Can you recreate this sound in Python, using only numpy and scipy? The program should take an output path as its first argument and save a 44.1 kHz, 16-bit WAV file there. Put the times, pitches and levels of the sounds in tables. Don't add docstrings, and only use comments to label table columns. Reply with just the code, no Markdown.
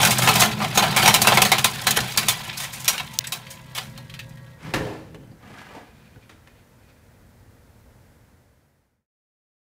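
import sys
import numpy as np
from scipy import signal
from scipy.fft import rfft, irfft
from scipy.io import wavfile
from scipy.ndimage import uniform_filter1d

SR = 44100
rng = np.random.default_rng(int(sys.argv[2]) if len(sys.argv) > 2 else 0)


def master(y):
    cut = np.clip(np.atleast_2d(y).T, -1, 1)
    pcm = np.round(cut * 32767)
    wavfile.write(sys.argv[1], SR, pcm.astype(np.int16))


N = 426888
TIME = np.arange(N) / SR
GRID_HZ = np.maximum(np.fft.rfftfreq(2 ** 14, 1 / SR), 1)
EMPTY_S, FREE_S, STOP_S = 2.3, 3.8, 4.6

# t/s, force/dB, tilt/dB, base t60/s, clink f/Hz
SNAPS = [(0.051, -14.5, 1.5, 0.088, 2520), (0.107, -22.5, 6, 0.17, 2160), (0.1845, -31.5, 13.5, .07, 7920),
         (0.221, -24, 3.5, 0.24, 2230), (0.275, -16, -4, 0.13, 2592), (0.775, -12.5, -1.5, 0.092, 6487),
         (0.964, -17.5, -1.5, 0.27, 2240), (1.078, -10.5, -2, 0.1, 5677), (1.1414, -12, 2.5, 0.094, 4060),
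         (1.218, -17.5, 5.5, 0.082, 4480), (1.272, -10.5, -2, 0.11, 2657), (1.321, -15, -10, .07, 3276),
         (1.373, -10, -5.5, .067, 2155), (1.419, -10.5, -0.5, 0.068, 2620), (1.451, -18, -1.5, .11, 4280),
         (1.5181, -10.5, -3.5, .086, 2140), (1.583, -21, -0.5, 0.11, 3074), (1.644, -13.5, 1, 0.093, 3676),
         (1.869, -13.5, -2.5, .11, 4034), (1.908, -20.5, 5.5, 0.051, 6660), (2.005, -25, 0, 0.04, 4980),
         (2.175, -16.5, 1.5, .11, 4620), (2.285, -15.5, 3, 0.11, 3520), (2.574, -36, 7, .14, 5070),
         (2.846, -32.5, 0, 0.067, 3550), (2.856, -32.5, 3.5, 0.045, 5600), (2.88, -16.5, 4.5, 0.11, 5720),
         (2.999, -25.5, -10.5, 0.055, 2750), (3.271, -32.5, 4, 0.063, 7920), (3.322, -27, 1, 0.14, 3870),
         (3.75, -34.5, 0.5, 0.3, 3290), (3.977, -40, -4, 0.066, 4180)]
# peak t/s, force/dB, tilt/dB, base t60/s, clink f/Hz
CRUNCHES = [(0.032, -15.5, -1.5, 0.074, 5730), (0.075, -21.5, 0, 0.1, 2610), (0.29, -15, -2.5, 0.069, 2570),
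            (0.359, -19, 0.5, 0.12, 2570), (0.402, -19, 4.5, 0.16, 4050), (0.421, -14, -4, 0.14, 6340),
            (0.606, -33.5, -16.5, 0.1, 2300), (0.621, -27, -7.5, 0.14, 4112),
            (0.648, -26.5, -6, 0.057, 2130), (0.757, -24.5, -1.5, 0.11, 6690),
            (0.795, -21, -3.5, 0.075, 3985), (0.83, -20.5, -7.5, .19, 2930), (1.029, -19.5, -3, 0.14, 3100),
            (1.061, -13, -3, 0.077, 5740), (1.25, -22, -7.5, 0.065, 2470), (1.35, -26, 2, .08, 3157),
            (1.974, -13, -4.5, 0.027, 3110), (1.992, -22.5, -8.5, 0.022, 1750),
            (2.232, -28, -5.5, .09, 2656), (2.6, -32, 1.5, 0.29, 3595), (2.64, -32.5, -1.5, 0.14, 1900),
            (2.735, -37, 2, 0.22, 8770), (2.803, -42.5, 5.5, 0.13, 7000), (2.935, -32.5, -4.5, .2, 3700),
            (3.139, -42.5, 0.5, .15, 6500), (3.508, -46, 7, 0.17, 6660), (3.783, -26, -6, 0.058, 2940)]
# t/s, level/dB
CHAFF = [(0, -21.5), (0.16, -31.5), (0.25, -24.5), (0.44, -29.5), (0.55, -37.5), (0.73, -37), (0.86, -30),
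         (1.0, -31.5), (1.18, -32), (1.32, -27), (1.56, -41), (1.8, -34), (2.1, -34.5), (2.45, -36.5),
         (2.68, -46.5), (2.96, -41.5), (3.2, -52), (3.7, -55), (4.6, -64)]
# t/s, force/dB, clink f/Hz
TICKS = [(2.53, -33, 2450), (2.98, -25.5, 2850), (3.208, -37.5, 2010), (3.242, -31.5, 3700),
         (3.467, -41.5, 2160), (4.097, -40.5, 3230), (4.14, -37, 3080), (4.192, -32.5, 2680),
         (4.308, -52, 1900), (4.373, -51.5, 1840), (4.464, -56, 3230)]
TICK_T60_S = 0.083


def from_db(db):
    return np.exp(np.asarray(db) * (np.log(10) / 20))


def rms_one(x):
    return x / np.sqrt(np.mean(x ** 2) + 1e-20)


def in_time(rows):
    return np.interp(TIME, *np.transpose(rows))


def after(s, width_s):
    return .5 + .5 * np.tanh((TIME - s) / width_s)


def stroke(start, end, attack_s, release_s):
    return after(start, attack_s) * (1 - after(end, release_s))


def drift(rate):
    points = rng.standard_normal(2 ** 13)
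    return rms_one(np.interp(TIME * rate, np.arange(len(points)), points))


def grains(spread_db, clump_db, clump_rate, per_s):
    sizes = from_db(spread_db * np.clip(rng.standard_normal(N), -2, 2) + clump_db * drift(clump_rate))
    return rms_one(rng.choice([-1, 1], N) * sizes * (rng.random(N) < per_s / SR))


def response(tone, modes=()):
    hz, db = np.transpose(tone)
    gain = from_db(np.interp(np.log(GRID_HZ), np.log(hz), db))
    for centre, width, lift_db in modes:
        gain = gain * from_db(lift_db / (1 + (2 * (GRID_HZ - centre) / width) ** 2))
    return gain


def resonate(force, gain):
    cepstrum = irfft(np.log(gain / gain.max() + 1e-5))
    half = len(cepstrum) // 2
    one_sided = 2 * cepstrum * (np.arange(2 * half) < half)
    ring = irfft(np.exp(rfft(one_sided)))[:half]
    return signal.oaconvolve(force, ring / np.linalg.norm(ring))[:N]


def zones(gain, edges_hz):
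    return [gain / np.sqrt((1 + (low / GRID_HZ) ** 8) * (1 + (GRID_HZ / high) ** 8))
            for low, high in zip(edges_hz, edges_hz[1:])]


def in_zone(events, gain_db, tilt_share):
    return [(s, db + gain_db + tilt_share * tilt_db, t60) for s, db, tilt_db, t60, hz in events]


def swell(s, rise_s, t60):
    span = slice(max(int((s - .1) * SR), 0), int((s + .5) * SR))
    age = TIME[span] - s
    return span, np.exp(-np.where(age < 0, -age / rise_s, np.log(1000) * age / max(t60, .01)))


def blow_power(blows, rise_s, linger):
    power = np.zeros(N)
    for s, db, t60 in blows:
        span, shape = swell(s, rise_s, t60 * linger)
        power[span] += (from_db(db) * shape) ** 2
    return power


def rings(blows, rise_s, linger, width_hz):
    phase = np.cumsum(rng.standard_normal(N)) * np.sqrt(2 * np.pi * width_hz / SR)
    phase = uniform_filter1d(phase, size=40)
    out = np.zeros(N)
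    for s, db, t60, hz in blows:
        span, shape = swell(s, rise_s, t60 * linger)
        out[span] += np.sqrt(2) * from_db(db) * shape * np.sin(2 * np.pi * hz * TIME[span] + phase[span])
    return out


def clinks(events, gain_db=-5.5, centre_hz=3400):
    return [(s, db + gain_db + .6 * tilt_db * np.log2(hz / centre_hz), t60, hz)
            for s, db, tilt_db, t60, hz in events]


def thuds(blows, hz, spread_db):
    chance = rng.uniform(-1, 1, len(blows))
    return [(s, db + spread_db * luck, t60, hz) for (s, db, t60), luck in zip(blows, chance)]


def pings(level_db, per_s, low_hz, high_hz, spread_db, t60):
    chance = rng.random((2000, 3))
    times = np.cumsum(-np.log(1 - chance[:, 0]) / per_s)
    out = np.zeros(N + SR)
    age = TIME[:SR // 12]
    decay = from_db(-60 * age / t60)
    for s, (_, pitch, size) in zip(times[times < TIME[-1]], chance):
        start = int(s * SR)
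        strength = from_db(level_db[start] + spread_db * (size - 1))
        hz = low_hz * (high_hz / low_hz) ** pitch
        out[start:start + len(age)] += strength * decay * np.sin(2 * np.pi * hz * age)
    return out[:N]


def reverberate(x, wet_db, t60, split_hz):
    age = TIME[:SR // 2]
    noise = rng.standard_normal(len(age))
    low = signal.sosfilt(signal.butter(1, split_hz, fs=SR, output="sos"), noise)
    tail = low * from_db(-60 * age / t60) + (noise - low) * from_db(-60 * age / (1.2 * t60))
    tail = tail * (age > .004)
    return x + from_db(wet_db) * signal.oaconvolve(x, tail / np.linalg.norm(tail))[:N]


def aftermath(gain_db, follows, rise_s, t60):
    blows = [(s + 2 * rise_s, gain_db + follows * db, t60) for s, db, *_ in SNAPS + CRUNCHES]
    return blow_power(blows, rise_s, linger=0.93)


def cutters():
    # f/Hz, gain/dB
    cutting_tone = [(150, -43), (250, -8.5), (352, -10), (471, -14), (748, -3.5), (1050, -6.5),
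                    (1150, -12.5), (1230, -7.5), (1860, -7.5), (2570, -5.5), (2800, -6.5), (3940, -10.5),
                    (9000, -14.5), (15000, -18.5)]
    # f/Hz, width/Hz, lift/dB
    steel_modes = [(351, 24, 12.5), (426.4, 9.9, 16), (512, 50, 4.5), (752, 160, 3.5), (840, 30, -1),
                   (1046, 28, 9.5), (1230, 55, 3), (1340, 50, 6), (1750, 70, 3), (1950, 76, 1.5),
                   (2245, 40, 7), (2510, 65, 4.5), (3115, 70, 7), (3290, 110, 4), (3560, 90, 5.5),
                   (3957, 300, 5.5), (4700, 220, 2), (5440, 130, 2.5), (6610, 100, 3.5)]
    edges_hz = [450, 1500, 5000, 18000]
    parts = {"chassis": (-0.6, -3, -4, -17.5, -1.4, -6, 1.6), "cutters": (0, -.1, -.5, .1, -0.73, -.3, 1.1),
             "paper": (1, 0.67, 0.5, -9, -5.5, 0.5, 1.0)}
    crack_db = [7, 10, 10]
    thin = after(1.5, .3)
    running = 1 - after(STOP_S, 0.061)
    spill = aftermath(gain_db=-21, follows=0.91, rise_s=.015, t60=.45)
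    chaff = running * np.sqrt(from_db(in_time(CHAFF)) ** 2 + spill)
    bodies = zones(response(cutting_tone, steel_modes), edges_hz)
    out, activity_db = struck_steel(thin), []
    for k, part in enumerate(parts.values()):
        tilt_share, snap_db, crunch_db, tick_db, chaff_db, thin_db, linger = part
        breaks = in_zone(SNAPS, snap_db, tilt_share)
        breaks += [(s, db + tick_db, TICK_T60_S) for s, db, hz in TICKS]
        snaps = blow_power(breaks, rise_s=0.00073, linger=linger)
        crunches = blow_power(in_zone(CRUNCHES, crunch_db, tilt_share), rise_s=0.0064, linger=linger)
        loose = chaff * from_db(chaff_db)
        crackle = grains(spread_db=4.0, clump_db=1.84, clump_rate=600, per_s=9000)
        tearing = np.sqrt(snaps + crunches) * crackle
        tumbling = loose * grains(spread_db=2.5, clump_db=4.0, clump_rate=170, per_s=6500)
        cracks = from_db(crack_db[k]) * first_cracks(breaks)
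        out += resonate(from_db(thin * thin_db) * (cracks + tearing + tumbling), bodies[k])
        power = loose ** 2 + crunches + from_db(-3.5) * snaps
        activity_db.append(thin * thin_db + 10 * np.log10(power + 1e-12))
    out += pings(activity_db[0], per_s=80, low_hz=621, high_hz=1442, spread_db=5.5, t60=0.13)
    out += pings(activity_db[1], per_s=190, low_hz=1462, high_hz=5035, spread_db=2.5, t60=0.075)
    out += pings(activity_db[2] - 1.5, per_s=210, low_hz=4420, high_hz=14930, spread_db=11.5, t60=0.044)
    return reverberate(out, wet_db=-14.5, t60=0.22, split_hz=4000)


def drive():
    # f/Hz, gain/dB
    rumble_tone = [(15, -47.5), (25, -17), (81, -7), (124, 1.5), (211, 0), (286, -13.5), (352, -13),
                   (400, -17.5), (520, -41.5), (880, -120)]
    # f/Hz, width/Hz, lift/dB
    loaded_modes = [(128, 14, 2.9), (154, 7.1, 6), (210.7, 15, 9), (357, 10, 12), (444, 13, 23)]
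    idle_modes = [(45, 38, 6), (80, 30, 2.9), (127, 13, 12), (156, 14, 9.7), (227, 15.6, 5)]
    # f/Hz, level while chaff drags/dB, level running free/dB
    gear_notes = [(538, -58, -59), (641, -63, -66.5), (897, -55.5, -70), (953, -59, -67),
                  (1005, -53.5, -71.5), (1130, -62.5, -68), (1345, -68, -71), (1615, -73, -70),
                  (1650, -61.5, -61.5), (1885, -69, -61.5), (1968, -60, -71), (2040, -62, -71)]
    empty, free = after(EMPTY_S, 0.07), after(FREE_S, 0.5)
    loaded = np.sqrt(1 - empty) * resonate(rng.standard_normal(N), response(rumble_tone, loaded_modes))
    idle = np.sqrt(empty) * resonate(rng.standard_normal(N), response(rumble_tone, idle_modes))
    hum_hz = 124.5 * (1 + 0.03 * drift(14))
    hum = from_db(-5.5 + 1.3 * drift(16)) * np.sin(2 * np.pi * np.cumsum(hum_hz) / SR)
    rumble = drive_load(empty) * (from_db(-0.5) * loaded + from_db(-3.5) * idle + hum)
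    speed = 1 + 0.00085 * drift(9.8)
    gear_time = np.cumsum(speed) / SR
    whine = 0
    for hz, dragging_db, free_db in gear_notes:
        level_db = dragging_db + free * (free_db - dragging_db) + 3 * drift(25)
        slack = 0.59 * drift(55)
        whine += np.sqrt(2) * from_db(level_db) * np.sin(2 * np.pi * hz * gear_time + slack)
    return (rumble + from_db(-1) * whine) * (1 - after(STOP_S, 0.024))


def drive_load(empty):
    # t/s, level/dB
    idle_levels = [(2.4, -36.5), (2.7, -39.5), (3.04, -36), (3.26, -43.5), (3.7, -42.5), (3.9, -37),
                   (4.34, -39.5), (4.58, -49)]
    eased_db = -8 * after(1.6, .15)
    steady = from_db(-14 + 0.46 * in_time(CHAFF) + eased_db)
    strain = aftermath(gain_db=-28.5, follows=0.085, rise_s=0.0037, t60=0.37)
    idle = from_db(in_time(idle_levels))
    return np.sqrt((1 - empty) * (steady ** 2 + strain) + empty * idle ** 2)


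def struck_steel(thin):
    # f/Hz, gain when packed/dB, gain when nearly empty/dB, width/Hz
    panel_notes = [(761.5, -7, -21, 50), (1053, -13, -13, 30), (1235, -14.5, -26, 43)]
    ticks = [(s, db - 4.0, TICK_T60_S, hz) for s, db, hz in TICKS]
    out = from_db(2.5) * rings(clinks(SNAPS), rise_s=.0003, linger=0.91, width_hz=90)
    out += from_db(-0.5) * rings(clinks(CRUNCHES), rise_s=0.0045, linger=1.0, width_hz=130)
    out += rings(ticks, rise_s=.0003, linger=1.1, width_hz=70)
    out += hollow_knocks()
    for hz, packed_db, empty_db, width_hz in panel_notes:
        snap_blows = thuds(in_zone(SNAPS, gain_db=-2, tilt_share=-.7), hz, spread_db=5.5)
        snaps = rings(snap_blows, rise_s=.001, linger=1.4, width_hz=width_hz)
        crunch_blows = thuds(in_zone(CRUNCHES, gain_db=-.5, tilt_share=-.7), hz, spread_db=4.5)
        crunches = rings(crunch_blows, rise_s=.006, linger=.92, width_hz=width_hz)
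        out += from_db(packed_db + thin * (empty_db - packed_db)) * (snaps + crunches)
    return out


def hollow_knocks(hz=518.6, t60=0.11, full_db=-24, full_force_db=-10):
    blows = [(s, min(full_db + 2.2 * (db - full_force_db), full_db), t60, hz)
             for s, db, _ in in_zone(SNAPS + CRUNCHES, gain_db=0, tilt_share=-.4)]
    return rings(blows, rise_s=.002, linger=0.99, width_hz=85)


def first_cracks(blows):
    force = np.zeros(N)
    for s, db, _ in blows:
        force[int(s * SR)] = from_db(db)
    return force


def chip():
    force = np.zeros(N)
    for s, strength in [(3.1885, -3), (3.1899, -4.5)]:
        force[int(s * SR)] = strength
    tone = [(300, -17), (2000, -18.5), (3500, -2), (6000, 1.5), (9000, -5), (15000, -9.5)]
    return resonate(force, response(tone))


def waste_bin():
    # t/s, force/dB, tilt/dB, base t60/s, clink f/Hz
    knocks = [(4.738, -25.5, 0, 0.25, 1700), (4.808, -39, -19, 0.052, 1870), (4.85, -42.5, -3, 0.23, 3090),
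              (5.146, -43, -3.5, 0.074, 2940), (5.235, -59, -12, .15, 3070),
              (5.315, -53.5, -12, 0.091, 4740), (5.75, -49.5, -1, 0.17, 2060),
              (6.16, -54.5, -12.5, 0.071, 1500), (6.294, -53.5, 6.5, 0.19, 2030),
              (6.474, -60, 5.5, 0.091, 1970)]
    # start/s, end/s, box level/dB, panel level/dB, scrape level/dB
    pulls = [(4.633, 4.724, -34.5, -42, -41.5), (4.763, 4.971, -42, -36, -46.5),
             (4.98, 5.342, -45, -63.5, -66.5), (5.429, 5.54, -45, -48, -49.5),
             (5.561, 5.631, -51, -49, -41.5), (5.68, 5.823, -52, -46.5, -48.5),
             (5.88, 6.196, -53, -70, -68)]
    # f/Hz, gain/dB
    cardboard_tone = [(18, -50), (30, -11), (122, 3.5), (267, -1.5), (312, -7), (374, -8), (426, -8),
                      (662, -11), (928, -10.5), (1300, -20.5), (1870, -20), (2130, -21.5), (15000, -46.5)]
    # f/Hz, width/Hz, lift/dB
    box_modes = [(122.7, 28, 4.3), (165, 29, 4.73), (317.7, 10.5, 15.3), (425, 22, 4.6), (520, 92, 3.9),
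                 (724, 30, 5), (1000, 72, 1.8), (1770, 140, 3), (2710, 17, 2.6)]
    runner_modes = [(208, 24, 11), (720, 44, 12), (940, 48, 3.6), (1226, 72, 7), (1520, 56, 8),
                    (1680, 57, 7.7), (2030, 67, 6.4), (2280, 50, 3.7), (3120, 53, 4.2)]
    rub_modes = [(1550, 80, 5), (2050, 90, 4), (2450, 140, 8.7), (3700, 300, 4), (4400, 250, 5)]
    edges_hz = [25, 300, 1200, 18000]
    # f/Hz, gain/dB
    wall_notes = [(320, -10), (425, -9.5), (525, -10.5)]
    # start/s, end/s, level/dB
    rubs = [(5.86, 6.05, -58.5), (6.15, 6.7, -68), (6.78, 7.08, -67)]
    knock_db, slide_db, linger = [1.0, -0.69, 3.9], [-1.1, -0.04, 0.36], [1.4, 1.3, .8]
    on_runners = after(5.35, 0.07)
    boxes = zones(response(cardboard_tone, box_modes), edges_hz)
    runners = zones(response(cardboard_tone, runner_modes), edges_hz)
    out = 0
    for k in range(len(boxes)):
        blows = in_zone(knocks, knock_db[k], tilt_share=k - 1)
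        knocking = np.sqrt(blow_power(blows, rise_s=0.00033, linger=linger[k]))
        sliding = sum(from_db(db[k] + slide_db[k]) * stroke(start, end, attack_s=0.042, release_s=0.049)
                      for start, end, *db in pulls)
        grit = grains(spread_db=0.5, clump_db=1.5, clump_rate=130, per_s=5300)
        out += resonate(np.hypot(knocking, sliding * (1 - on_runners)) * grit, boxes[k])
        out += resonate(sliding * on_runners * grit, runners[k])
    out += from_db(-1.5) * rings(clinks(knocks), rise_s=0.00057, linger=1.0, width_hz=96)
    for hz, ring_db in wall_notes:
        blows = thuds(in_zone(knocks, ring_db, tilt_share=-.35), hz, spread_db=3)
        out += rings(blows, rise_s=0.0011, linger=3.1, width_hz=27.4)
    scrape_db = 20 * np.log10(sliding + 1e-9)
    out += pings(scrape_db + 2, per_s=150, low_hz=1198, high_hz=2994, spread_db=17, t60=0.055)
    rub = sum(from_db(db) * stroke(start, end, attack_s=0.055, release_s=0.123)
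              for start, end, db in rubs)
    rub_body = response([(300, -39.5), (1200, -3), (2500, 1), (5000, -9), (15000, -29)], rub_modes)
    out += resonate(rub * grains(spread_db=3.5, clump_db=4.0, clump_rate=30, per_s=5200), rub_body)
    return reverberate(out, wet_db=-8.0, t60=0.63, split_hz=2500)


def room_air(air_db=-54, murmur_db=-62):
    # f/Hz, gain/dB
    room_tone = [(15, -48), (25, -21.5), (59, -4.5), (103, -3.5), (181, -13.5), (231, -6.5), (335, -17),
                 (415, -17.5), (475, -13), (729, -19.5), (1000, -20.5), (1120, -24), (1580, -22),
                 (2930, -32), (15000, -36)]
    # f/Hz, width/Hz, lift/dB
    room_modes = [(140, 29, 4.5), (190, 12, 4.5), (350, 14, 4.5), (478, 14, 1.5), (2030, 270, 2)]
    swelling = from_db(-57.5) * stroke(start=7.07, end=8.57, attack_s=.1, release_s=.25)
    murmur_tone = [(25, -17), (60, -3), (95, 0), (150, -11.5), (400, -44.5), (2000, -79)]
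    murmur = resonate(rng.standard_normal(N), response(murmur_tone))
    air = resonate(rng.standard_normal(N), response(room_tone, room_modes))
    return from_db(air_db) * air + np.hypot(from_db(murmur_db), swelling) * murmur


def scene():
    return (cutters() + chip() + drive() + waste_bin() + room_air())[None]


def record(dry, fade_start_s=8.06, fade_end_s=9.066, cutoff_hz=15600):
    fade = np.clip((fade_end_s - TIME) / (fade_end_s - fade_start_s), 0, 1)
    rounded = 1.288 * np.tanh(dry / 1.3)
    return signal.sosfilt(signal.ellip(12, .1, 80, cutoff_hz, fs=SR, output="sos"), rounded * fade)


dry = scene()
out = record(dry)
master(out)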